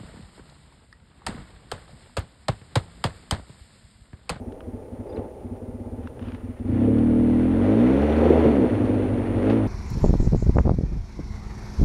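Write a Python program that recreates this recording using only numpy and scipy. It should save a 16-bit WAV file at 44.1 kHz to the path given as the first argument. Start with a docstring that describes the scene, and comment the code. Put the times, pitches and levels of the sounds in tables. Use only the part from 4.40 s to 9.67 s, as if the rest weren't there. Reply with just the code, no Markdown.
"""A quad bike idles unevenly in a field, heard from the rider's seat: runs of soft puffs from the pipe.
The gear lever squeaks and clunks in, then a sleeve rustles and fittings click as the rider turns away.
The engine revs up, each firing booming and barking through the exhaust over rattling casing and belt.
The frame jolts over rough ground; the engine sputters on a closed throttle and surges again.
All along, air rumbles on the microphone and the camera adds a faint electrical whine."""
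import sys
import numpy as np
from scipy import signal
from scipy.fft import rfft, irfft, next_fast_len
from scipy.io import wavfile
from scipy.ndimage import uniform_filter1d, map_coordinates

SR = 44100
rng = np.random.default_rng(int(sys.argv[2]) if len(sys.argv) > 2 else 0)


def dump(signal):
    """Clip the signal to [-1, 1] and save it as 16-bit WAV at the path in sys.argv[1]."""
    limited = np.clip(np.atleast_2d(signal).T, -1, 1)
    pcm = np.round(limited * 32767).astype(np.int16)
    wavfile.write(sys.argv[1], SR, pcm)


N = 232539
TIME = np.arange(N) / SR


def amp(db):
    """Decibels to gain."""
    return 10 ** (np.asarray(db) / 20)


def unit(x):
    """Scale to rms 1."""
    return x / np.sqrt(np.mean(x ** 2) + 1e-20)


def curve(points):
    """An envelope through (seconds, value) points."""
    return np.interp(TIME, *np.transpose(points))


def ramp(start, length):
    """Rises from 0 to 1 over length seconds and stays there."""
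    return np.clip((TIME - start) / length, 0, 1)


def wobble(rate):
    """A smooth random curve, rate knots a second."""
    return map_coordinates(rng.standard_normal(int(N * rate / SR) + 4), [TIME * rate])


def eq_gain(colour, size):
    """Gain per FFT bin of a (Hz, dB) colour."""
    hz, db = np.transpose(colour)
    return amp(np.interp(np.log(np.fft.rfftfreq(size, 1 / SR) + 1), np.log(hz), db))


def ring(colour, size=16384):
    """Minimum-phase impulse response of energy 1 with the given colour."""
    cepstrum = irfft(np.log(eq_gain(colour, size)))
    cepstrum[1:size // 2] *= 2
    cepstrum[size // 2 + 1:] = 0
    response = irfft(np.exp(rfft(cepstrum)))
    return response / np.linalg.norm(response)


def through(x, response):
    """x sounding through an impulse response."""
    return signal.fftconvolve(x, response)[:N]


def noise(colour):
    """Coloured noise of rms 1."""
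    size = next_fast_len(N + 8192)
    return unit(irfft(rfft(rng.standard_normal(size)) * eq_gain(colour, size), size)[:N])


def add(track, start, sound):
    """Mix a sound into the track at start seconds."""
    room = track[round(start * SR):][:len(sound)]
    room += sound[:len(room)]


def impulses(times, sizes):
    """A train of single-sample kicks."""
    return np.bincount(np.clip(np.round(times * SR), 0, N).astype(int), sizes, N + 1)[:N]


# The revs under throttle. Each row: time in seconds, firings per second.
REVS = [(2.26, 25.3), (2.38, 33.6), (2.44, 35.8), (2.66, 39.7), (2.97, 40.6), (3.1, 43.3), (3.2, 47.3),
        (3.47, 63.8), (3.62, 72.8), (3.88, 79.2), (4.01, 80), (4.14, 71), (4.3, 54.8), (4.59, 51),
        (4.8, 46.2), (4.98, 47), (5.11, 57.5), (5.27, 48.3)]
DRIVE_FROM_S, DRIVE_FROM_HZ = REVS[0]
IDLE_HZ = 16.37

def crank():
    """Firing rate in Hz and the running count of engine cycles."""
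    rate = np.where(TIME < DRIVE_FROM_S, IDLE_HZ, curve(REVS))
    return rate, np.cumsum(rate) / SR


def octaves(rate):
    """Engine speed in octaves above idle, smoothed by the flywheel."""
    return uniform_filter1d(np.log2(rate / IDLE_HZ), size=SR // 10)


# Pushes of the throttle. Each row: start, opening time and hold in seconds, depth from 0 to 1.
THROTTLE_PUSHES = [(2.28, 0.16, 0.67, 0.69), (3.168, .12, 0.29, 0.91), (4.03, 0.023, .15, 0.86),
                   (4.3, 0.045, 0.17, 0.29), (4.984, 0.11, 0.021, 0.82)]

def throttle(close_s=0.14, strain_s=0.13):
    """Opening of the sprung throttle, and the strain that peaks as each push takes hold."""
    opening, strain = np.zeros((2, N))
    for start, rise, hold, depth in THROTTLE_PUSHES:
        push = depth * ramp(start, rise) * (1 - ramp(start + rise + hold, close_s))
        opening += push
        strain += push * np.exp(-np.maximum(TIME - start - rise, 0) / strain_s)
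    return opening, strain


def rider(mesh_s=0.797, rise_s=0.21, fall_s=0.093):
    """The swell of the gear shift, and how far the rider has turned from the handlebars (both 0-1)."""
    shift = ramp(mesh_s - rise_s, rise_s) - ramp(mesh_s, fall_s)
    return shift, ramp(start=1.54, length=0.58)


# The fader ride on the whine. Each row: time in seconds, relative level in dB.
WHINE_FADER = [(0, -78.5), (2.2, -78), (2.5, -71), (5.27, -70)]
# The tone of the hiss. Each row: frequency in Hz, relative level in dB.
HISS_COLOUR = [(100, 7), (4000, -6.5), (8000, -8), (12000, -9), (15500, -15.5)]

def electronics(whine_hz=9525.4, flip_hz=36.35):
    """The camera's thin whine, its polarity flipping at a steady rate, over a bed of hiss."""
    whine = np.sin(2 * np.pi * whine_hz * TIME) * np.sign(np.sin(2 * np.pi * flip_hz * TIME))
    return amp(curve(WHINE_FADER) + 7) * unit(whine) + amp(-67) * noise(HISS_COLOUR)


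# The low end of moving air. Each row: frequency in Hz, relative level in dB.
AIR_COLOUR = [(10, -15.5), (25, -8.5), (42, -5.5), (70, -1), (130, -9), (300, -33), (2000, -120)]

def air_rumble(rate, still_db=-46, db_per_octave=2):
    """Air stirs the microphone when the rider moves and as the bike gathers speed."""
    shift, turned = rider()
    movement_db = 5 * shift + 5 * np.sin(np.pi * turned)
    return amp(still_db + movement_db + db_per_octave * octaves(rate)) * noise(AIR_COLOUR)


# Strokes of the sleeve. Each row: peak time, rise and fall in seconds, level in dB.
SLEEVE_STROKES = [(1.66, .05, 0.024, -57), (1.86, 0.041, 0.13, -51)]
# The dry midrange of both cloth and clicks. Each row: frequency in Hz, relative level in dB.
CONTACT_COLOUR = [(400, -34.5), (900, 4.5), (1500, 1), (2100, -4), (3000, -5.5), (4300, -17.5),
                  (7000, -31.5), (15000, -57.5)]

def sleeve():
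    """Jacket cloth scrapes in uneven grains as the rider turns; each stroke swells and fades."""
    strokes = sum(amp(db) * np.exp(-np.maximum((peak - TIME) / rise, (TIME - peak) / fall))
                  for peak, rise, fall, db in SLEEVE_STROKES)
    return strokes * unit(noise(CONTACT_COLOUR) * amp(1.6 * wobble(110)))


# Linkage squeaks. Each row: start and length in seconds, first and last pitch in Hz, level in dB.
LINKAGE_SQUEAKS = [(0.68, 0.046, 4860, 4850, -61), (0.722, .016, 3700, 3500, -57),
                   (0.74, 0.019, 4880, 4980, -60), (.759, 0.01, 4200, 3970, -53)]

def linkage_squeaks(waver=0.013):
    """The gear linkage sticks and slips in short, rough, gliding squeaks."""
    out = np.zeros(N)
    for start, length, first_hz, last_hz, db in LINKAGE_SQUEAKS:
        n = int(length * SR)
        hz = np.linspace(first_hz, last_hz, n) * (1 + waver * wobble(900)[:n])
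        add(out, start, amp(db) * np.hanning(n) * np.sin(2 * np.pi * np.cumsum(hz) / SR))
    return out


# Hard contacts of controls and fittings.
# Each row: start in seconds, relative level in dB, rattle's 60 dB decay in seconds, ring pitch in Hz.
FITTING_CLICKS = [(0.1224, -43, 0.028, 3200), (0.2062, -37.5, 0.017, 2900), (0.77, -39.5, 0.083, 2400),
                  (1.673, -34, 0.028, 2700), (1.794, -38.5, 0.018, 2950), (1.8257, -40, .04, 3000),
                  (1.884, -37.5, 0.057, 1460), (1.92, -35.5, 0.022, 1410), (1.947, -37, 0.061, 1250),
                  (2.585, -32.5, 0.062, 2730), (5.099, -26, 0.2, 1870)]

def fitting_clicks(crack_db=-6, rattle_db=-9, ring_db=-11, crack_t60=0.008, ring_t60=0.017):
    """Plastic and metal fittings click: a dry crack, a brief rattle and a short ring."""
    cracks, rings = np.zeros((2, N))
    t = np.arange(SR // 8) / SR
    crack = amp(-60 * t / crack_t60)
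    for start, db, t60, hz in FITTING_CLICKS:
        decay = amp(crack_db) * crack + amp(rattle_db - 60 * t / t60)
        add(cracks, start, amp(db) * decay * rng.standard_normal(len(t)))
        tone = (1 - crack) * np.sin(2 * np.pi * hz * t)
        add(rings, start, amp(db + ring_db - 60 * t / ring_t60) * tone)
    return through(cracks, ring(CONTACT_COLOUR)) + rings


# Gear lever clunks and jolts of the frame.
# Each row: start in seconds, peak level in dB, 60 dB decay in seconds, thud level in dB.
FRAME_HITS = [(0.662, -32, 0.083, -45), (0.723, -30, 0.019, -43), (0.768, -19.5, 0.056, -55),
              (0.793, -28, 0.12, -46), (1.779, -40, .1, -36), (2.475, -13.5, 0.096, -41),
              (3.852, -9, 0.05, -34), (3.902, -4, 0.058, -37), (4.048, -13, 0.065, -18.5),
              (4.236, -11, 0.028, -34), (5.096, -22, 0.15, -34)]
# The frame's modes. Each row: pitch in Hz, width of its scatter in Hz, relative level in dB.
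FRAME_MODES = [(272, 210, -8.5), (363, 69, -2), (438, 30, 1), (524, 91, -5.5)]

def frame_clunks(thud_hz=130, thud_s=0.008, attack_s=0.004):
    """Cushioned blows ring the frame, each with a new mix and tuning of modes, over a short low thud."""
    out, t = np.zeros(N), np.arange(SR // 4) / SR
    attack = 1 - np.exp(-(t / attack_s) ** 2)
    thud = np.sin(2 * np.pi * thud_hz * t) * t / thud_s * np.exp(1 - t / thud_s)
    for start, db, t60, thud_db in FRAME_HITS:
        chance = rng.standard_normal((len(FRAME_MODES), 2))
        body = sum(amp(level + 2 * loud) * np.sin(2 * np.pi * (hz + 0.22 * width * detune) * t)
                   for (hz, width, level), (loud, detune) in zip(FRAME_MODES, chance))
        blow = body * amp(-60 * t / t60) * attack
        add(out, start, amp(db) * blow / np.abs(blow).max() + amp(thud_db) * thud)
    return out


# Gearbox resonances. Each row: centre in Hz, width in Hz, relative level in dB.
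GEAR_BANDS = [(508, 18, 0), (629, 8, -1), (784, 40, -4.5), (866, 49, -4)]

def gearbox(idle_db=-51, shift_db=10, turned_db=-8):
    """Gears sing in narrow, wavering bands that swell at the shift and fade as the rider turns away."""
    shift, turned = rider()
    bands = np.zeros(N)
    for hz, width, db in GEAR_BANDS:
        waver = wobble(width) + 1j * wobble(width)
        bands += amp(db) * (waver * np.exp(2j * np.pi * hz * TIME)).real
    return amp(idle_db + shift_db * shift + turned_db * turned) * unit(bands)


# The rasp of belt drive and valve gear. Each row: frequency in Hz, relative level in dB.
BELT_COLOUR = [(400, -23), (800, 8), (1100, 0), (1350, 1.5), (1550, -1.5), (2000, -1.5), (2800, -8),
               (3300, -13), (3550, -12), (3850, -19.5), (4300, -18), (4900, -28), (5800, -26), (8000, -35),
               (15000, -42)]

def belt(rate, cycles, idle_db=-62, db_per_octave=9, shift_db=7, turned_db=4.5):
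    """Belt and valve gear rasp twice a cycle, louder with speed and load, and clearer from the side."""
    shift, turned = rider()
    _, strain = throttle()
    pulsing = np.exp(0.19 * np.cos(4 * np.pi * cycles))
    rasp = unit(noise(BELT_COLOUR) * pulsing * amp(0.89 * wobble(70)))
    pull = uniform_filter1d(np.gradient(octaves(rate)) * SR, size=SR // 10)  # octaves per second
    grip = ramp(start=2.8, length=0.11)  # the belt takes up the drive
    load_db = strain + 0.53 * np.clip(pull, -2, 2) + 1.52 * grip
    drive_db = idle_db + db_per_octave * octaves(rate) + load_db
    return rasp * amp(drive_db + shift_db * shift + turned_db * turned)


# Uneven combustion. Each row: time in seconds, roughness from 0 to 1.
ROUGHNESS = [(2.6, 0.15), (3.8, 0.03), (4.22, 0.36), (4.33, 0.75), (4.92, 0.53), (5.03, 0.13)]
# The engine drops a cycle or two. Each row: centre in seconds, relative depth from 0 to 1.
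DROPOUTS = [(4.12, 0.35), (4.275, 1), (4.37, 0.45), (4.46, 1), (4.68, 0.4), (4.825, 0.6), (4.915, 0.66),
            (4.99, 0.3)]

def firings(rate, cycles, jitter_s, scatter_db, misfire=0, cut=0, dropout_s=0.014):
    """One kick per cycle once the revs rise; rough running scatters them and dropouts swallow some."""
    first_cycle = np.interp(DRIVE_FROM_S, TIME, cycles)
    times = np.interp(first_cycle + np.arange(0.5, cycles[-1] - first_cycle), cycles, TIME)
    rough = np.interp(times, TIME, curve(ROUGHNESS))
    late, loud, drift = rng.standard_normal((len(times), 3)).T
    size = np.sqrt(SR / np.interp(times, TIME, rate))  # equal power at any speed
    size *= amp(rough * (scatter_db * loud - 1))
    # a starved engine lopes: a few strong cycles, then a few weak ones
    lope = np.sin(2 * np.pi * (np.arange(len(times)) / 4.1 + 0.24 * drift))
    size *= 1 + np.clip(misfire * rough ** 2, 0, 1) * lope
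    dead = sum(depth * np.exp(-((times - centre) / dropout_s) ** 2) for centre, depth in DROPOUTS)
    return impulses(times + jitter_s * rough * late, size * np.clip(1 - cut * dead, 0, 1))


# The body of the engine casing and frame. Each row: frequency in Hz, relative level in dB.
CASING_COLOUR = [(20, -14), (60, -19), (105, -12), (160, -12.5), (250, 0), (370, 1), (460, 2.5),
                 (540, -0.5), (680, -8.5), (830, -14), (1000, -19), (1500, -31.5), (4000, -80.5),
                 (10000, -110)]

def casing(rate, cycles, idle_db=-42, db_per_octave=11, shift_db=8.5, turned_db=-4.5):
    """The casing rattles at idle and knocks ever more in step with the firings as the throttle opens."""
    shift, turned = rider()
    opening, strain = throttle()
    rattle = unit(noise(CASING_COLOUR) * np.exp(0.11 * np.cos(2 * np.pi * cycles)))
    knock = through(firings(rate, cycles, jitter_s=0.0008, scatter_db=1), ring(CASING_COLOUR))
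    in_step = (0.24 + 0.3 * opening) * (rate > DRIVE_FROM_HZ)
    clatter = np.sqrt(1 - in_step) * rattle + np.sqrt(in_step) * knock
    rough_ground = ramp(3.77, 0.038) - ramp(4.0, 0.038)
    drive_db = idle_db + db_per_octave * octaves(rate) + 5 * strain + 3 * rough_ground
    return clatter * amp(drive_db + shift_db * shift + turned_db * turned)


def engine_shake(rate, cycles, full_hz=80, full_db=-24, db_per_octave=8.5, rough_db=-7):
    """Unbalanced parts hum at the firing rate, weaker in rough running; high revs add the octave."""
    phase = 2 * np.pi * (cycles + 0.16)
    hum = np.sin(phase) + amp(-9) * (rate / full_hz) ** 3 * np.sin(2 * phase)
    speed_db = full_db + db_per_octave * np.log2(rate / full_hz)
    uneven_db = rough_db * curve(ROUGHNESS) + 0.46 * wobble(8.3)
    return ramp(DRIVE_FROM_S, 0.36) * amp(speed_db + uneven_db) * hum


def pipe(pulses, trip_s, bounce):
    """Pulses run to and fro in the exhaust pipe, which smears them in time and keeps their colour."""
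    size = next_fast_len(N + SR // 2)
    lag = np.exp(-2j * np.pi * np.fft.rfftfreq(size, 1 / SR) * trip_s)
    return irfft(rfft(pulses, size) * (lag - bounce) / (1 - bounce * lag), size)[:N]


# The tone of one idle puff. Each row: frequency in Hz, relative level in dB.
PUFF_COLOUR = [(10, -51), (25, -26), (45, -3), (70, -2.5), (102, 6), (130, -18), (175, -18), (215, -4),
               (245, 6), (275, -6), (330, -13), (600, -29), (1500, -62.5), (6000, -120)]
# The idle fires in runs and coasts between them.
# Each row: start in seconds, count of full firings, spacing in seconds, relative level in dB.
PUFF_RUNS = [(.003, 2, 0.065, -21), (.27, 2, 0.064, -21), (0.524, 2, 0.068, -21), (.78, 1, .071, -17),
             (1.046, 2, 0.064, -19.5), (1.221, 8, 0.06, -22.5), (1.811, 3, .058, -20),
             (2.034, 2, 0.052, -19.5), (2.199, 2, 0.048, -15)]

def idling(jitter_s=0.0012, scatter_db=0.7, first_db=-1.7, half_burnt_db=-16.5):
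    """Slow firings puff from the pipe; each run starts a little weak and ends on an extra, feeble puff."""
    kicks = np.zeros(N)
    for start, count, gap, db in PUFF_RUNS:
        k = np.arange(round(count) + 1)
        late, loud = rng.standard_normal((len(k), 2)).T
        size_db = db + first_db * (k == 0) + half_burnt_db * (k == k[-1]) + scatter_db * loud
        kicks += impulses(start + gap * k + jitter_s * late, amp(size_db))
    puff = ring(PUFF_COLOUR)
    return amp(-2.5) * pipe(through(kicks, puff / np.abs(puff).max()), trip_s=0.00733, bounce=0.66)


# The exhaust's midrange bark and deep boom. Each row: frequency in Hz, relative level in dB.
BARK_COLOUR = [(120, -65.5), (160, -18.5), (200, -1.5), (240, 5), (290, -1), (330, -3.5), (380, -23.5),
               (450, -14), (530, -19.5), (620, -25.5), (900, -45), (2000, -69.5), (6000, -120)]
BOOM_COLOUR = [(15, -66.5), (28, -34), (45, -22), (60, -5), (78, 0), (108, 8), (135, -3.5), (160, -19.5),
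               (210, -22.5), (400, -67), (2000, -120)]

def exhaust(rate, cycles, hot_stretch=1.094, bark_db=-24, throttle_db=9, boom_db=-23):
    """Firings boom through the silencer and bark harder as the throttle opens."""
    opening, _ = throttle()
    # the surge and rough running add heat; hot gas carries sound faster and lifts the bark's pitch
    heat = 0.33 * ramp(start=2.9, length=0.6) + 0.75 * curve(ROUGHNESS)
    hot_pipe = ring([(hz * hot_stretch, db) for hz, db in BARK_COLOUR])
    bark_kicks = firings(rate, cycles, jitter_s=0.001, scatter_db=1.5, misfire=0.9, cut=0.7)
    bark_kicks *= amp(bark_db + throttle_db * opening)
    bark = through((1 - heat) * bark_kicks, ring(BARK_COLOUR)) + through(heat * bark_kicks, hot_pipe)
    boom_kicks = firings(rate, cycles, jitter_s=0.0028, scatter_db=4.5, misfire=1, cut=1.2)
    boom_kicks *= amp(boom_db + opening - 2.5 * octaves(rate))
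    boom = through(boom_kicks, ring(BOOM_COLOUR))
    return pipe(bark + boom, trip_s=0.009, bounce=0.33)


def scene():
    """The machine and its rider in the open air, in mono."""
    rate, cycles = crank()
    engine = idling() + exhaust(rate, cycles) + engine_shake(rate, cycles)
    machinery = casing(rate, cycles) + belt(rate, cycles) + gearbox()
    foley = frame_clunks() + fitting_clicks() + linkage_squeaks() + sleeve()
    return (engine + machinery + foley + air_rumble(rate))[None]


def record(dry, bottom_hz=10, top_hz=15700, fade_s=0.002):
    """The camera adds its own noise, sheds the deepest bass and top treble, and stops without a click."""
    low_cut = signal.butter(1, bottom_hz, "highpass", fs=SR, output="sos")
    high_cut = signal.ellip(12, 0.1, 90, top_hz, fs=SR, output="sos")
    fade = 1 - ramp(N / SR - fade_s, fade_s)
    return signal.sosfilt(np.vstack([low_cut, high_cut]), (dry + electronics()) * fade)


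dry = scene()
out = record(dry)
dump(out)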